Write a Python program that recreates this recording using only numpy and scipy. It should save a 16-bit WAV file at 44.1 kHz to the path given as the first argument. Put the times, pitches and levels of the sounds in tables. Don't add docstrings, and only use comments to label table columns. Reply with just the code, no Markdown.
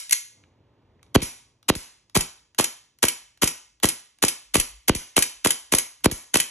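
import sys
import numpy as np
from scipy import signal
from scipy.fft import rfft, irfft, next_fast_len
from scipy.io import wavfile

SR = 44100
rng = np.random.default_rng(int(sys.argv[2]) if len(sys.argv) > 2 else 0)


def file_out(sig):
    cols = np.atleast_2d(sig).T
    lim = np.clip(cols, -1, 1)
    pcm = np.round(lim * 32767).astype(np.int16)
    wavfile.write(sys.argv[1], SR, pcm)


N = 286650
LEAD = 4410
TOTAL = N + LEAD


def amp(db):
    return 10 ** (np.asarray(db) / 20)


def read(points, hz):
    f, value = np.transpose(points)
    return np.interp(np.log(hz + 1), np.log(f + 1), value)


def shape(x, response):
    size = next_fast_len(x.shape[-1] + 8192)
    return irfft(rfft(x, size) * response(np.fft.rfftfreq(size, 1 / SR)), size)[..., :x.shape[-1]]


def noise(response):
    x = shape(rng.standard_normal((2, TOTAL)), response)
    return x / x.std()


def add(mix, s, sound):
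    part = mix[round(s * SR) + LEAD:][:len(sound)]
    part += sound[:len(part)]


# (frequency [Hz], level [dB])
HUSH_TONE = [(35, -32.5), (60, -3.5), (107, 0), (160, -11.5), (309, -12.5), (470, -17), (735, -24),
             (950, -22.5), (1340, -31.5), (2200, -33), (4000, -39), (6000, -45.5), (12000, -56.5),
             (15000, -85.5)]
# (time [s], level [dB])
HUSH_LEVELS = [(0, -75), (.28, -70.5), (.4, -61.5), (1.1, -60.5), (1.3, -66), (2.0, -71), (3, -74.5),
               (4.2, -77.5), (5, -80.5), (6.5, -76)]
# (time [s], level [dB])
HUM_LEVELS = [(0, -81.5), (.38, -83.5), (.54, -68), (1.1, -65.5), (1.4, -69.5), (1.83, -75.5), (2.3, -69),
              (2.8, -73), (3.2, -67.5), (3.7, -68), (4.1, -80), (4.5, -64.5), (4.69, -42.5), (4.98, -81),
              (5.36, -59.5), (5.55, -68.5), (5.75, -67.5), (6.2, -71.5)]

def air():
    t = (np.arange(TOTAL) - LEAD) / SR
    hush = amp(np.interp(t, *np.transpose(HUSH_LEVELS))) * noise(lambda hz: amp(read(HUSH_TONE, hz)))
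    hum = amp(np.interp(t, *np.transpose(HUM_LEVELS))) * noise(lambda hz: 1 / (1 + ((hz - 50) / 9) ** 2))
    return hush + hum


# (low part [dB], fade time [s], ringing [dB]). A fade time is how long a 60 dB drop takes.
HAND, HAMMER, VALVE = (-12.5, .018, -6), (-12.5, .024, .2), (-8, .025, 1.5)
REAR, HOME, LIGHT = (-14, .022, -4), (-14, .031), (-9.5, .03, .2)
# (time [s], level [dB])
COCKING = [(-.077, 0.5), (.094, -23), (0.109, -9.5), (0.1225, -6.5), (.126, -4.5), (0.129, -7.5)]
# (time [s], hammer [dB], first push of air [dB],
# pop delay [s], pop [dB], pop length [s], pop rebound [0-1], valve [dB],
# rear stop delay [s], rear stop [dB], slide home delay [s], slide home [dB], its ringing [dB])
SHOTS = [(1.1493, -18, -5, .0098, -3, 0.0011, 0.5, -6, .0178, -24, .0684, -5.5, -14.5),
         (1.687, -12.5, -17, .0127, -5.5, 0.00051, 0.5, -11, .022, -22, .0643, -8.5, -0.5),
         (2.1515, -15.5, -16, .0131, -8, .0006, .9, -16, .0201, -9.5, .0556, -14, 7.5),
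         (2.5861, -9.5, -16.5, .0115, -5.5, .00029, 1, -13.5, .021, -11, .0553, -12, 5.5),
         (3.028, -7.5, -16.5, .011, -9, 0.00032, 0.4, -11.5, 0.023, -11.5, .0548, -10.5, 6),
         (3.42, -13, -18.5, .013, -10, .00074, 0.7, -11.5, .0203, -9, .054, -11.5, 3.5),
         (3.8317, -8, -15.5, .0117, -9, 0.0007, .6, -12, .022, -8.5, .0555, -10.5, 5),
         (4.2251, -11, -17.5, .0127, -6.5, 0.00042, 1, -10, .023, -9.5, .0563, -9, 2.5),
         (4.5423, -10.5, -20.5, .0127, -7.5, 0.00042, .7, -8, .0234, -11.5, 0.0558, -8.5, 3),
         (4.8813, -7, -20.5, .0142, -7.5, .00069, 0, -5, .024, -19, .067, -9.5, -1),
         (5.1654, -6.5, -18, .0134, -7, .00035, .6, -10.5, .0233, -8, .0575, -7, 2),
         (5.447, -9.5, -18, .013, -5.5, .00037, 1, -16, 0.0233, -7, .0582, -9, 8),
         (5.7219, -10, -14.5, .0158, -8.5, 0.00033, .3, -14.5, .0263, -6.5, .0615, -10, -2),
         (6.0426, -10.5, -18.5, .0162, -2.5, .0008, .8, -9.5, .025, -15.5, .0698, -7.5, -14),
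         (6.3406, -7.5, -16, .0166, -8, 0.00038, .84, -9, 0.029, -8.5, .0595, -8.5, 8.5)]

def clacks():
    hits = [(s, db, *HAND) for s, db in COCKING]
    for s, hammer_db, _, pop, _, _, _, valve_db, rear, rear_db, home, home_db, ring_db in SHOTS:
        hits += [(s, hammer_db, *HAMMER),
                 (s + pop - .0026, valve_db, *VALVE),
                 (s + rear, rear_db, *REAR),
                 (s + home - .015, home_db - 15, *LIGHT),
                 (s + home, home_db, *HOME, ring_db),
                 (s + home + .012, home_db - 13, *LIGHT)]
    return hits


def rattle(hits, rise_s):
    power, t = np.zeros(TOTAL), np.arange(4000) / SR
    for s, db, fade in hits:
        add(power, s, (amp(db - 60 * t / fade) * (1 - np.exp(-t / rise_s))) ** 2)
    return np.sqrt(power)


# (frequency [Hz], level [dB])
METAL_TONE = [(350, -49.5), (700, -28.5), (2200, 4.5), (3040, -0.5), (4800, -7.5), (6800, -7), (8900, -3),
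              (11000, -2.5), (13000, -23.5)]
# (frequency [Hz], when cocked [dB], when fired [dB], fade time [s])
METAL_NOTES = [(1850, -12, -16, .04), (2090, -11, -23, .13), (2630, -14, -4, .018), (3060, -13, -3, .022),
               (4290, -9, -19, .08), (5800, -12, -16, .04), (6850, -8, -12, .025), (10700, -10, -13, .012)]
CLACK_RISE_S, COCKED_BY_S, RING_DB = .0009, .6, -18.5

def slide_and_hammer():
    hits = clacks()
    high = rattle([(s, db, fade) for s, db, _, fade, _ in hits], CLACK_RISE_S)
    low = rattle([(s, db + low_db, fade) for s, db, low_db, fade, _ in hits], CLACK_RISE_S)
    knock = rattle([(s, db + low_db + ring_db, .012) for s, db, low_db, _, ring_db in hits], .00016)
    low_share = lambda hz: 1 / (1 + (hz / 4500) ** 6)
    grit = amp(2.05 * np.repeat(rng.standard_normal(TOTAL // 16 + 1), 16)[:TOTAL])
    metal = high * noise(lambda hz: amp(read(METAL_TONE, hz)) * (1 - low_share(hz)))
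    metal += low * noise(lambda hz: amp(read(METAL_TONE, hz)) * low_share(hz))
    knocks = knock * rng.standard_normal((2, TOTAL))
    by_hand = np.arange(TOTAL) < LEAD + COCKED_BY_S * SR
    t = np.arange(8000) / SR
    for hz, hand_db, fired_db, fade in METAL_NOTES:
        ring = amp(-60 * t / fade) * np.sin(2 * np.pi * hz * t)
        struck = knocks * amp(np.where(by_hand, hand_db, fired_db) + RING_DB)
        metal += signal.oaconvolve(struck, ring[None], axes=1)[:, :TOTAL]
    return metal * grit


# (frequency [Hz], fade time [s])
ECHO_FADES = [(100, 0.078), (300, 0.18), (800, 0.49), (2000, 0.53), (5000, 0.53), (9000, 0.45),
              (13000, 0.28)]
# (frequency [Hz], level [dB])
ECHO_TONE = [(100, -6.5), (300, -2.5), (700, -4), (1100, -2), (2500, -3), (6000, -0.5), (9000, -6),
             (11000, -0.5), (12500, -12), (14000, -26)]

def room_echo(x):
    taps = np.zeros((2, SR))
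    at = np.arange(100, SR - 20, 20) + rng.integers(0, 20, (2, (SR - 101) // 20))
    np.put_along_axis(taps, at, rng.choice([-1., 1.], at.shape), 1)
    hz, t, bands = signal.stft(taps, SR, nperseg=256)
    early = amp(12 - 60 * t / .23)
    late = amp(-60 * (t / read(ECHO_FADES, hz)[:, None]) ** 1.25)
    tail = signal.istft(bands * (early + late) * amp(read(ECHO_TONE, hz))[:, None], SR, nperseg=256)[1]
    return signal.fftconvolve(x, tail / np.linalg.norm(tail[0]), axes=1)[:, :TOTAL]


# (time [s], level [dB], top frequency [Hz])
TRIGGER_TICKS = [(0.4375, -50, 3000), (0.9932, -61, 2500), (1.0292, -46.5, 9000), (1.064, -61, 5000),
                 (1.6282, -50.5, 9000), (2.0966, -48.5, 9000), (2.547, -45, 11000), (2.9868, -46.5, 11000),
                 (3.374, -49, 11000), (3.8, -46, 11000), (4.186, -48.5, 11000), (4.831, -58.5, 11000),
                 (6.0065, -53, 11000)]

def trigger():
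    out, t = np.zeros((2, TOTAL)), np.arange(1300) / SR
    for s, db, top_hz in TRIGGER_TICKS:
        band = signal.butter(2, [900, top_hz], "band", fs=SR)
        tick = signal.lfilter(*band, rng.standard_normal((2, len(t))))
        loudness = amp(db - 60 * t / .014) * (1 - np.exp(-t / .00011))
        for side in (0, 1):
            add(out[side], s, loudness * tick[side] / tick.std())
    return out


# (frequency [Hz], level [dB])
GAS_TONE = [(200, -23), (600, -4), (2000, -2), (5000, -3.5), (9000, -0.5), (11500, -4.5), (13500, -9)]
BEFORE_HAMMER_S, AFTER_POP_S = .006, .0015
HISS_DB, COOLING_DB_PER_SHOT = -18.5, -.3654

def gas_hiss():
    flow = np.zeros(TOTAL)
    for shot, (s, _, _, pop, *_) in enumerate(SHOTS):
        open_s = BEFORE_HAMMER_S + pop + AFTER_POP_S
        progress = np.arange(0, 1.6, 1 / (open_s * SR))
        opening = np.minimum(progress / .35, 1) ** 1.5
        closing = amp(-45 * np.maximum(progress - 1, 0))
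        add(flow, s - BEFORE_HAMMER_S, amp(HISS_DB + shot * COOLING_DB_PER_SHOT) * opening * closing)
    return flow * noise(lambda hz: amp(read(GAS_TONE, hz)))


# (time [s], strength [dB], length [s])
LOW_THUMPS = [(1.223, -25, .0021), (1.758, -27.5, 0.0031), (2.169, -15.5, .0036), (4.574, -19.5, 0.0079),
              (4.952, -24, 0.0033), (6.119, -25.5, 0.0032)]
# (frequency [Hz], level [dB])
PULSE_TONE = [(60, 2.5), (130, -1.5), (290, 3), (450, 1), (700, -4), (1050, 0.5), (1600, -1.5), (4000, 2.5)]
PUSH_DELAY_S, PUSH_LENGTH_S, PUSH_REBOUND = .0026, .00052, 1
THUMP_REBOUND, REBOUND_STRETCH = .2, 3

def pops_and_thumps():
    out, t = np.zeros(TOTAL), np.arange(3000) / SR
    pulses = [(s, db, length, THUMP_REBOUND) for s, db, length in LOW_THUMPS]
    for s, _, push_db, pop, pop_db, length, rebound, *_ in SHOTS:
        pulses += [(s + PUSH_DELAY_S, push_db, PUSH_LENGTH_S, PUSH_REBOUND),
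                   (s + pop, pop_db, length, rebound)]
    for s, db, length, rebound in pulses:
        rise = 1 - np.exp(-t / (.18 * length))
        spring_back = rebound / REBOUND_STRETCH * np.exp(-t / (REBOUND_STRETCH * length))
        add(out, s, amp(db + 12) * rise * (np.exp(-t / length) - spring_back))
    return shape(out, lambda hz: amp(read(PULSE_TONE, hz)))


# (time [s], length [s], dip in level afterwards [dB])
DULL_SPELLS = [(1.156, 0.071, -6.5), (1.698, 0.058, -15.5), (4.893, 0.06, -8), (6.06, 0.057, -11)]
# (frequency [Hz], share of DULL_DB [0-1])
DULL_SHARES = [(300, 0.086), (1500, .4), (4400, 0.27), (5600, 0.67), (12000, 0.94)]
DULL_DB, RECOVERY_S = -26, .045

def dulled_microphone(x):
    hz, t, bands = signal.stft(x, SR, nperseg=128, noverlap=96)
    dull_db, dip_db = np.zeros((2, len(t)))
    for s, length, after_db in DULL_SPELLS:
        age = t - LEAD / SR - s
        dull_db += DULL_DB * np.clip(age / .0064, 0, 1) * np.clip((length - age) / .0055, 0, 1)
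        dip_start = np.clip(1 + (age - length) / .0047, 0, 1)
        dip_db += after_db * dip_start * np.exp(-(abs(age - length) / RECOVERY_S) ** .79)
    bands = bands * amp(dull_db * read(DULL_SHARES, hz)[:, None] + dip_db)
    return signal.istft(bands, SR, nperseg=128, noverlap=96)[1][:, :TOTAL]


# (frequency [Hz], likeness [0-1], left ahead by [radians], left louder by [dB])
MIC_OPENINGS = [(0, .99, 0, 0), (125, .98, -.1, -.1), (250, .97, -.3, -.1), (500, .92, -.55, -.8),
                (1000, .76, -.5, -2.2), (1700, .95, -.15, -.3), (2300, .95, .2, -.5), (3200, .65, 1.0, -4),
                (4500, .7, 2.5, -1.5), (5200, .65, 4, 0), (5800, .97, 6.2, .8), (6300, .92, 6.5, .6),
                (7900, .88, 8.55, .4), (8900, .99, 9.42, .1), (9500, .97, 9.55, .2), (11000, .93, 11.2, 0),
                (12100, .95, 12.45, .1), (13600, .95, 12.55, 0), (14600, .7, 15.5, -.5)]

def left_and_right(pair, pulses):
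    f, likeness, ahead, louder_db = np.transpose(MIC_OPENINGS)
    alike = lambda hz: np.interp(hz, f, likeness)
    shift = lambda hz: np.exp(-1j * np.interp(hz, f, ahead)) * amp(-np.interp(hz, f, louder_db))
    right = shape(pair[0], alike) + shape(pair[1], lambda hz: np.sqrt(1 - alike(hz) ** 2))
    return np.array([pair[0] + pulses, shape(right + pulses, shift)])


def scene():
    gun = slide_and_hammer() + trigger() + gas_hiss()
    pulses = pops_and_thumps()
    echo = amp(-10) * room_echo(gun) + amp(-13.5) * room_echo(np.array([pulses, pulses]))
    return left_and_right(dulled_microphone(gun + echo) + air(), pulses)[:, LEAD:]


# (frequency [Hz], level [dB])
MIC_TONE = [(11800, 1.48), (12600, -1.5), (13600, -15), (14500, -27), (16500, -40)]
BASS_CUT_HZ, TOP_HZ, SOFT_LIMIT = 70, 16500, .9

def record(dry):
    late_lows = lambda hz: np.exp(-7.5j * np.log((hz + 15) / 16000))
    wet = shape(dry, lambda hz: late_lows(hz) / (1 + (BASS_CUT_HZ / (hz + 1)) ** 2))
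    wet = wet / (1 + (wet / SOFT_LIMIT) ** 4) ** .25
    wet = shape(wet, lambda hz: amp(read(MIC_TONE, hz)))
    treble_cut = signal.firwin(511, TOP_HZ, window=("kaiser", 9), fs=SR)
    return signal.oaconvolve(wet, treble_cut[None], "same")


dry = scene()
out = record(dry)
file_out(out)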